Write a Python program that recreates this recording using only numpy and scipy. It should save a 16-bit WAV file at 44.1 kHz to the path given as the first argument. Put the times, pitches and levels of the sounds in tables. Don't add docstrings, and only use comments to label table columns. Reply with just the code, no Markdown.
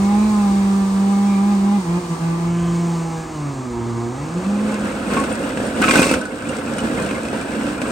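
import sys
import numpy as np
from scipy import signal
from scipy.fft import rfft, irfft, next_fast_len
from scipy.io import wavfile
from scipy.ndimage import map_coordinates

SR = 44100
rng = np.random.default_rng(int(sys.argv[2]) if len(sys.argv) > 2 else 0)


def transcribe(u):
    v = np.clip(np.atleast_2d(u).T, -1, 1)
    q = np.round(v * 32767).astype(np.int16)
    wavfile.write(sys.argv[1], SR, q)


N = 348831

# time_s, pitch_hz
MOAN_PITCH = [(0, 196), (.26, 214), (.5, 198.5), (.93, 195), (1.27, 201.5), (1.38, 196), (1.5, 204.5),
              (1.59, 196), (1.76, 205), (1.86, 167), (2.0, 178), (2.16, 164), (2.56, 171.5), (2.85, 170),
              (3.28, 160), (3.75, 117), (4.08, 117.5), (4.5, 201), (4.66, 213), (5.1, 198)]
# middle_s, length_s, fundamental_depth_db, overtone_depth_db
MOAN_DIPS = [(0.304, 0.19, 2, 0), (0.903, 0.2, 2.5, 5), (1.603, 0.1, 1, 4), (1.838, 0.12, 11, 9),
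             (2.021, 0.1, 17, 11), (2.079, 0.075, 15, 6), (2.177, .11, 15, 9), (2.388, 0.18, 3.5, 1.5),
             (3.223, 0.76, 7.5, 1.5), (3.296, 0.2, 13, 2.5), (3.54, 0.075, 12, 4), (3.69, 0.31, 10, 1),
             (4.145, 0.21, 11, 1), (4.29, 0.19, 11, 1.5), (4.426, 0.094, 12, 3)]
# frequency_hz, relative_level_db
PIPE_COLOUR = [(235, -24), (300, -24), (370, -39), (400, -44.5), (490, -41), (590, -41.5), (680, -42),
               (775, -37.5), (880, -38), (1080, -44), (1190, -41.5), (1370, -49.5), (1480, -51.5),
               (1600, -52.5), (1900, -59.5), (2080, -51), (2230, -55), (2400, -54), (2900, -59.5),
               (6000, -60)]
# centre_hz, width_hz, relative_level_db
PIPE_MODES = [(354, 41, -26), (482, 15.4, -35), (816, 50, -28), (1038, 72, -35)]
# time_s, strength_db
STEAM_STRENGTH = [(0, 0), (.35, 0.5), (2.42, -2.5), (2.5, -3.5), (2.9, -2), (3.7, -6), (4.3, -5.5)]
# time_s, level_db; the low end also jumps up at 2.5 s, as the image narrows
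DRAUGHT_LEVEL = [(0, -36), (.75, -37), (1.15, -42), (2.38, -40.5), (2.5, -34.5), (2.9, -41), (4.3, -38.5)]
# frequency_hz, relative_density_db (per Hz)
RUMBLE_SPECTRUM = [(20, -57), (35, -16), (58, 0), (85, -4.5), (130, -4), (200, -24), (400, -19),
                   (1000, -56)]
RUSH_SPECTRUM = [(60, -21), (150, 1.5), (350, 7), (470, -5.5), (620, -0.5), (850, 3), (1220, 2),
                 (1440, -8.5), (1650, -5), (2500, -14), (3200, -15), (8000, -51.5)]
HISS_SPECTRUM = [(800, -22), (2000, -4.5), (3200, -1.5), (4400, 4.5), (5500, 2.5), (7000, 3.5),
                 (9000, -0.5), (10500, -38)]
SIZZLE_SPECTRUM = [(5000, -27), (7400, -5), (8400, 1.5), (9400, -0.5), (10200, -11.5), (15800, -12.5)]
# frequency_hz, mean_level_db
MOTOR_HUM = [(120, -49.5), (240, -46), (360, -41.5), (480, -46.5)]
# time_s, strength_db
CHAIN_STRENGTH = [(5.0, 2.5), (5.2, 3.5), (5.42, 1.5), (5.55, 2.5), (5.78, 3.5), (6.05, 5), (6.22, -2),
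                  (6.4, -2), (6.5, 0.5), (6.65, 0), (6.82, 1.5), (6.92, 2), (7.3, .5), (7.91, 1.5)]
# frequency_hz, relative_density_db (per Hz)
DRONE_SPECTRUM = [(25, -35), (58, -13), (100, -11.5), (180, -8), (220, 0.5), (280, -0.5), (360, -9),
                  (450, -9), (525, -3), (590, -11), (660, -11), (820, -18), (1500, -52.5)]
SCRAPE_SPECTRUM = [(400, -23), (750, -1.5), (970, 2), (1120, -2), (1320, 2.5), (1580, 3), (1800, -3),
                   (2200, -8.5), (2650, -6.5), (3200, -10), (4200, -18), (7000, -33.5)]
GRIT_SPECTRUM = [(2000, -12.5), (4000, 2), (5500, 2), (7000, 0), (8000, 7.5), (9000, 3.5), (9600, 3),
                 (10300, -8), (12000, -17), (15800, -23)]
THUD_SPECTRUM = [(50, -30), (120, -17), (180, 0), (250, 1), (360, -3.5), (450, -7.5), (540, -4.5),
                 (700, -12.5), (1000, -14), (2000, -36.5)]
CLATTER_SPECTRUM = [(400, -7), (800, -22), (1080, -6), (1190, 2), (1300, 4.5), (1550, 8), (1780, -3),
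                    (2100, 1.5), (2700, -0.5), (3050, -5.5), (4200, -16.5), (8000, -37)]
# frequency_hz, relative_level_db
PLATE_MODES = [(1066, -1), (1101, 3), (1270, -10), (1357, -8), (1448, -11), (1518, -2), (2116, -3.5),
               (2310, -1.5), (2454, -1), (2578, 1), (2686, -7), (2728, -6.5)]
# start_s, thud_db (before PUSH_DB), clatter_db
LUMP_BLOWS = [(5.817, -11, -26), (5.84, -18, -27), (5.887, -21, -17), (5.909, -19, -11), (5.937, -6, -20),
              (5.956, -8, -13.5), (5.969, -9, -22), (5.994, -3, -18), (6.018, -5, -17.5), (6.029, -17, -15),
              (6.04, -14.5, -26), (6.094, -19, -23), (6.113, -6.5, -18.5), (6.139, -15, -17.5)]
# start_s, thud_db (before PUSH_DB), clatter_db
TROUGH_KNOCKS = [(5.139, -15, -29), (5.2, -11, -35), (5.238, -20, -25.5), (5.573, -14, -26.5),
                 (5.602, -15, -38), (6.472, -26, -36), (6.783, -21, -28), (6.83, -18, -36),
                 (7.11, -19, -27.5), (7.253, -18, -30), (7.331, -12.5, -38), (7.411, -26, -33),
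                 (7.61, -23, -37), (7.666, -18, -29), (7.7, -16, -33), (7.817, -14.5, -23),
                 (7.869, -17, -37)]
# start_s, level_db, pitch_hz, t60_s
STEEL_CLINKS = [(5.198, -29, 8860, .06), (5.325, -26, 8800, 0.049), (5.667, -30, 8950, 0.055),
                (5.82, -12.5, 1513, .11), (5.84, -15.5, 1286, 0.22), (5.888, -15.5, 1088, 0.18),
                (5.894, -13, 2426, 0.11), (5.912, -20, 2310, .1), (5.955, -11, 1513, 0.083),
                (5.975, -17, 2594, 0.14), (6.027, -14, 2680, 0.074), (6.092, -20, 2600, 0.15),
                (6.114, -22, 1340, .1), (6.213, -20.5, 1510, 0.11), (6.254, -23, 1480, .12),
                (6.422, -26, 1520, 0.076), (6.489, -27, 8080, .06), (6.493, -26, 2780, 0.063),
                (6.784, -24, 8950, 0.035), (6.79, -23.5, 2940, 0.071), (7.0, -29, 1430, .06),
                (7.089, -27, 2620, .06), (7.285, -28, 2570, 0.066), (7.412, -26, 2360, 0.054),
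                (7.518, -27, 1670, 0.072), (7.779, -26, 1380, .06), (7.842, -29, 1080, .06),
                (7.879, -32, 8560, .06)]
# middle_s, length_s, pitch_hz, level_db
DISTANT_SQUEAKS = [(0.272, 0.32, 2334, -43), (1.34, 0.23, 2365, -39.5), (3.205, 0.11, 1670, -39.5),
                   (4.167, .14, 1936, -46)]
# frequency_hz, left_minus_right_db
LOCOMOTIVE_BALANCE = [(100, 0.4), (550, -4), (800, -1.5), (1020, 2.5), (1400, -1), (2400, -2.2), (4500, -2),
                      (6000, 0.5), (9000, -0.5)]
CONVEYOR_BALANCE = [(100, -0.5), (300, -3), (650, -2), (900, 5), (1300, 0.5), (1700, -0.5), (2700, -2.5),
                    (3900, 2.5), (7000, 3), (8700, 0)]
# frequency_hz, left_lead_rad
LEFT_LEAD = [(300, -.1), (550, .3), (870, 1.4), (1250, 0), (1850, -2.2), (2500, 0), (3100, 1.8), (3700, .5),
             (6000, .3), (7500, 1), (8500, 0), (10300, -3.1), (13800, -9.4), (15900, -13)]
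# frequency_hz, coherence (0 to 1)
COHERENCE = [(60, 1), (400, 0.97), (780, 0.7), (1000, 0.39), (1800, 0.41), (2400, 0.36), (3200, 0.54),
             (5200, 0.21), (7000, 0.6), (8400, 0.58), (9500, 1), (11000, 1)]
# frequency_hz, gain_db
NARROW_CENTRE = [(1000, -0.5), (3200, 0.5), (5000, 0.5), (7000, 3.5), (9000, 0), (12000, -1)]
NARROW_SIDES = [(500, -2.5), (1500, -4.5), (2200, -11.5), (3500, -10), (5000, -31)]

REFERENCE_HZ = 200
FUNDAMENTAL_DB, FUNDAMENTAL_DB_PER_OCTAVE = -15, 15
OVERTONE_DB, OVERTONE_DB_PER_OCTAVE = -2, -2
OVERTONE_DB_PER_STEAM_DB = 1
WAVER_DB, WAVER_KNOTS_PER_S = 3, 12
BRIGHT_MIDDLE_S, BRIGHT_LENGTH_S, BRIGHT_DB = 2.6, 0.5, 8.3
FUNDAMENTAL_FADE_POWER, OVERTONE_FADE_POWER = 3.3, 2.6
RUSH_DB, HISS_DB, SIZZLE_DB = -32, -41.5, -45
RUSH_DB_PER_STEAM_DB, SIZZLE_DB_PER_STEAM_DB = 0.48, 1.5
DRONE_DB, SCRAPE_DB, GRIT_DB, TICKS_DB = -24.5, -33.5, -43, -51
RATTLE_DB, LOOSE_LUMPS_DB, LINKS_DB = -46, -42, -57
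CHAIN_SWAY_DB, CHAIN_SWAY_KNOTS_PER_S = 1.5, 14
JOLT_DB, JOLT_KNOTS_PER_S = 2.5, 24
PLATE_T60_S, PLATE_VARIES_DB, PLATE_KNOTS_PER_S = 0.18, 4, 16
POUR_S, POUR_ATTACK_S, POUR_HOLD_S, POUR_RELEASE_DB_PER_S = 5.805, 0.019, 0.32, 446
PUSH_DB = 18.5
SHATTER_DB = -9
CRACK_DB, CRACK_T60_S = -10.5, 0.034
CROSSFADE_S, CROSSFADE_LENGTH_S = 4.077, 1.42
NARROWING_S, NARROWING_LENGTH_S = 2.455, 0.075
TOP_HZ = 15900


def moan(count=20):
    pitch_hz, = curves(MOAN_PITCH)
    octaves = np.log2(pitch_hz / REFERENCE_HZ)
    dip_db, overtone_dip_db = sum(np.outer(depths_db, swell(middle_s, length_s))
                                  for middle_s, length_s, *depths_db in MOAN_DIPS)
    fading = crossfade()[0]
    pitch_hz = pitch_hz * (1 + 0.0019 * (REFERENCE_HZ / pitch_hz) ** 2 * wobble(60))
    phase = 2 * np.pi * np.cumsum(pitch_hz) / SR
    shaky_phase = phase + 0.038 * (REFERENCE_HZ / pitch_hz) ** 2 * wobble(110)

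    fundamental_db = FUNDAMENTAL_DB + FUNDAMENTAL_DB_PER_OCTAVE * octaves - dip_db
    fundamental = amp(fundamental_db) * np.sin(phase)

    top_db = BRIGHT_DB * swell(BRIGHT_MIDDLE_S, BRIGHT_LENGTH_S)
    overtones = np.zeros(N)
    for order in range(2, count):
        waver_db = WAVER_DB * min(1, (order / 6) ** 2) * wobble(WAVER_KNOTS_PER_S)
        gain = pipework(order * pitch_hz, order) * amp(waver_db + top_db * order / count)
        overtones += gain * np.sin(order * shaky_phase + rng.uniform(0, 2 * np.pi))
    effort_db = OVERTONE_DB_PER_OCTAVE * octaves + OVERTONE_DB_PER_STEAM_DB * curves(STEAM_STRENGTH)[0]
    overtones = overtones * amp(OVERTONE_DB + effort_db - overtone_dip_db)

    echo_tilt = [(300, -7.5), (800, -6.0), (1300, 2.0)]  # frequency_hz, gain_db
    scattered = filtered(echoes(overtones, t60_s=0.32), lambda hz: amp(along(echo_tilt, hz)))
    faded_fundamental = fading ** FUNDAMENTAL_FADE_POWER * fundamental
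    faded_overtones = fading ** OVERTONE_FADE_POWER * (overtones + scattered)
    return np.sqrt(2) * (faded_fundamental + faded_overtones)


def pipework(hz, order):
    peaks = sum(amp(db) / (1 + (2 * (hz - centre_hz) / width_hz) ** 2)
                for centre_hz, width_hz, db in PIPE_MODES)
    return amp(along(PIPE_COLOUR, hz)) + peaks * min(1, 4 / order) ** 3.5


def locomotive():
    steam_db, = curves(STEAM_STRENGTH)
    rumble_db, = curves(DRAUGHT_LEVEL)
    t = np.arange(N) / SR
    sputter_db = 0.58 * wobble(16)
    rush_db = RUSH_DB + RUSH_DB_PER_STEAM_DB * steam_db + 0.59 * wobble(9)
    sizzle_db = SIZZLE_DB + SIZZLE_DB_PER_STEAM_DB * steam_db + sputter_db
    rumble = amp(rumble_db) * body(noise(), RUMBLE_SPECTRUM)
    rush = amp(rush_db) * body(noise(), RUSH_SPECTRUM)
    hiss = amp(HISS_DB + steam_db + sputter_db) * body(noise(), HISS_SPECTRUM)
    sizzle = amp(sizzle_db) * body(noise(), SIZZLE_SPECTRUM)
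    hum = np.zeros(N)
    for hz, db in MOTOR_HUM:
        level = np.sqrt(2) * amp(db + 3.8 * wobble(3.79))
        hum += level * np.sin(2 * np.pi * hz * t + 0.26 * wobble(3.97))
    return crossfade()[0] * (rumble + rush + hiss + sizzle + hum)


def shovelful():
    chip_flow = pour(peak_s=6.0, peak_db=-26, slope_db_per_s=52)
    thud = pour(peak_s=5.98, peak_db=-15.5, slope_db_per_s=69) * impacts(500, spread_db=-4.5, life_s=0.012)
    clatter = pour(peak_s=5.9, peak_db=-17, slope_db_per_s=47) * impacts(260, spread_db=2.5, life_s=0.022)
    shatter = chip_flow * impacts(2300, spread_db=2.5, life_s=0.032)
    chips = chip_flow * amp(-8.5) * chinks(360, centre_hz=4680, scatter=0.5, t60_s=0.05)
    trough = struck(thud, THUD_SPECTRUM) + amp(-4.5) * struck(clatter, CLATTER_SPECTRUM)
    return trough + amp(-6) * plates(clatter) + struck(shatter, GRIT_SPECTRUM) + chips


def pour(peak_s, peak_db, slope_db_per_s):
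    t = np.arange(N) / SR
    attack = np.clip((t - POUR_S) / POUR_ATTACK_S, 0, 1)
    release_db = POUR_RELEASE_DB_PER_S * np.maximum(t - POUR_S - POUR_ATTACK_S - POUR_HOLD_S, 0)
    return attack * amp(peak_db - slope_db_per_s * np.abs(t - peak_s) - release_db)


def knocks(rows, thud_spectrum):
    start_s, thud_db, clatter_db = np.transpose(rows)
    thud = pushes(start_s, thud_db + PUSH_DB)
    clatter = bursts(start_s, clatter_db, t60_s=0.049)
    shatter = bursts(start_s, clatter_db + SHATTER_DB, t60_s=0.084)
    trough = struck(thud, thud_spectrum) + struck(clatter, CLATTER_SPECTRUM)
    return trough + amp(-11.5) * plates(clatter) + struck(shatter, GRIT_SPECTRUM)


def pushes(starts_s, levels_db):
    return np.bincount(np.round(np.asarray(starts_s) * SR).astype(int), amp(levels_db), N)[:N]


def bursts(starts_s, levels_db, t60_s):
    decay = amp(-60 * np.arange(SR // 3) / SR / t60_s)
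    return signal.fftconvolve(pushes(starts_s, levels_db), decay)[:N] * noise()


def clinks():
    ring, t = np.zeros(N + SR), np.arange(SR // 4) / SR
    for start_s, level_db, hz, t60_s in STEEL_CLINKS:
        pair = np.sin(2 * np.pi * hz * t) + 0.28 * np.sin(2 * np.pi * hz * 0.86 * t)
        envelope = amp(level_db - 60 * t / t60_s) * (1 - np.exp(-t / 0.00035))
        ring[round(start_s * SR):][:len(t)] += envelope * pair
    starts_s, levels_db, *_ = np.transpose(STEEL_CLINKS)
    crack = bursts(starts_s, levels_db + CRACK_DB, CRACK_T60_S)
    return ring[:N] + struck(crack, GRIT_SPECTRUM)


def conveyor():
    strength_db = curves(CHAIN_STRENGTH)[0] + CHAIN_SWAY_DB * wobble(CHAIN_SWAY_KNOTS_PER_S)
    jolts = amp(JOLT_DB * wobble(JOLT_KNOTS_PER_S))
    drone = amp(DRONE_DB) * body(impacts(1600, spread_db=-5.0, life_s=0.1), DRONE_SPECTRUM)
    scrape = amp(SCRAPE_DB) * body(impacts(2300, spread_db=2.0, life_s=0.071), SCRAPE_SPECTRUM)
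    grit = amp(GRIT_DB) * body(impacts(1400, spread_db=-0.5, life_s=0.072), GRIT_SPECTRUM)
    ticks = amp(TICKS_DB) * body(impacts(70, spread_db=4.5, life_s=0.02), GRIT_SPECTRUM)
    rattle = amp(RATTLE_DB) * jolts * plates(impacts(70, spread_db=3.0, life_s=0.019))
    lumps = amp(LOOSE_LUMPS_DB) * jolts * chinks(130, centre_hz=1648, scatter=0.55, t60_s=0.057)
    links = amp(LINKS_DB) * jolts * chinks(91, centre_hz=8200, scatter=0.15, t60_s=0.054)
    layers = drone + scrape + grit + ticks + rattle + lumps + links
    return crossfade()[1] * amp(strength_db) * layers


def plates(drive):
    r = amp(-60 / (PLATE_T60_S * SR))
    energy = sum(amp(db) ** 2 for hz, db in PLATE_MODES) / (2 * (1 - r * r))
    ringing = np.zeros((2, N))
    for hz, db in PLATE_MODES:
        w = 2 * np.pi * hz / SR
        mode = signal.lfilter([0, np.sin(w)], [1, -2 * r * np.cos(w), r * r], drive)
        ringing += amp(db + PLATE_VARIES_DB * wobble(PLATE_KNOTS_PER_S)) * mode
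    mid, side = ringing / np.sqrt(energy)
    return np.array([mid + 0.48 * side, mid - 0.31 * side])


def chinks(rate_per_s, centre_hz, scatter, t60_s):
    start, pitch, size, side = rng.random((int(rate_per_s * N / SR), 4)).T[:, :, None]
    t = np.arange(SR // 20) / SR
    hz = centre_hz * np.exp(scatter * (2 * pitch - 1))
    rings = amp(12.0 * size - 60 * t / t60_s) * np.sin(2 * np.pi * hz * t)
    index = (start * N).astype(int) + np.arange(len(t))
    channels = [np.bincount(index.ravel(), (rings * gain).ravel(), N)[:N]
                for gain in (0.5 + side, 1.5 - side)]
    return unit(np.array(channels))


def impacts(rate_per_s, spread_db, life_s):
    hits = rng.random(N) < rate_per_s / SR
    sizes = hits * amp(spread_db * np.minimum(rng.exponential(size=N), 4))
    t = np.arange(SR // 8) / SR
    power = signal.fftconvolve(sizes ** 2, amp(-60 * t / life_s) ** 2)[:N]
    return unit(np.sqrt(np.abs(power)) * noise())


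def struck(drive, spectrum):
    return np.sqrt(np.mean(drive ** 2)) * body(drive, spectrum)


def squeaks():
    t = np.arange(N) / SR
    sound = sum(amp(db) * swell(middle_s, length_s) * np.sin(2 * np.pi * hz * t + wobble(90))
                for middle_s, length_s, hz, db in DISTANT_SQUEAKS)
    return sound + echoes(sound, t60_s=0.25)


def echoes(x, t60_s):
    t = np.arange(SR // 2) / SR
    tail = rng.standard_normal((2, len(t))) * amp(-60 * t / t60_s) * (1 - np.exp(-t / 0.0033))
    return signal.fftconvolve(np.atleast_2d(x), tail / np.linalg.norm(tail[0]), axes=1)[:, :N]


def body(drive, spectrum):
    def response(hz):
        turn = np.arccos(np.clip(along(COHERENCE, hz), -1, 1)) / 2
        return causal(spectrum, hz) * np.array([np.cos(turn), np.sin(turn)])
    mid, side = filtered(drive, response)
    return np.array([mid + side, mid - side]) / np.sqrt(np.mean(mid ** 2) + 1e-20)


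def causal(spectrum, hz):
    cepstrum = irfft(np.log(amp(along(spectrum, hz))))
    half = len(cepstrum) // 2
    return np.exp(rfft(np.r_[cepstrum[0], 2 * cepstrum[1:half], np.zeros(half)]))


def filtered(x, response):
    m = next_fast_len(N + SR // 2)
    return irfft(rfft(x, m) * response(np.fft.rfftfreq(m, 1 / SR)), m)[..., :N]


def noise():
    return rng.standard_normal((2, N))


def wobble(knots_per_s):
    at = np.arange(0, N + 32, 32)
    knots = rng.standard_normal(int(N * knots_per_s / SR) + 4)
    return np.interp(np.arange(N), at, map_coordinates(knots, [at * knots_per_s / SR]))


def swell(middle_s, length_s):
    return np.cos(np.pi * np.clip((np.arange(N) / SR - middle_s) / length_s, -.5, .5)) ** 2


def curves(rows):
    time_s, *columns = np.transpose(rows)
    return [np.interp(np.arange(N) / SR, time_s, column) for column in columns]


def along(points, hz):
    f, v = np.transpose(points)
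    return np.interp(np.log(hz + 1), np.log(f + 1), v)


def amp(db):
    return 10 ** (np.asarray(db) / 20)


def unit(x):
    return x / np.sqrt(np.mean(x ** 2) + 1e-20)


def crossfade():
    share = np.clip((np.arange(N) / SR - CROSSFADE_S) / CROSSFADE_LENGTH_S, 0, 1)
    return np.sin(np.pi / 2 * (1 - share)), np.sin(np.pi / 2 * share)


def stereo_offset(x, balance):
    half = np.array([[.5], [-.5]])
    return filtered(x, lambda hz: amp(half * along(balance, hz)) * np.exp(1j * half * along(LEFT_LEAD, hz)))


def narrowing(x):
    wide = np.array([x[0] + x[1], x[0] - x[1]]) / 2
    narrow = filtered(wide, lambda hz: amp([along(NARROW_CENTRE, hz), along(NARROW_SIDES, hz)]))
    share = np.clip((np.arange(N) / SR - NARROWING_S) / NARROWING_LENGTH_S, 0, 1)
    mid, side = wide + (narrow - wide) * share
    return np.array([mid + side, mid - side])


def scene():
    engine = moan() + locomotive() + squeaks()
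    blows = knocks(LUMP_BLOWS, THUD_SPECTRUM) + knocks(TROUGH_KNOCKS, DRONE_SPECTRUM)
    machine = shovelful() + blows + clinks() + conveyor()
    return narrowing(stereo_offset(engine, LOCOMOTIVE_BALANCE)) + stereo_offset(machine, CONVEYOR_BALANCE)


def record(dry):
    rounded = dry / (1 + np.abs(dry / .95) ** 6) ** (1 / 6)
    return filtered(rounded, lambda hz: hz < TOP_HZ)


dry = scene()
out = record(dry)
transcribe(out)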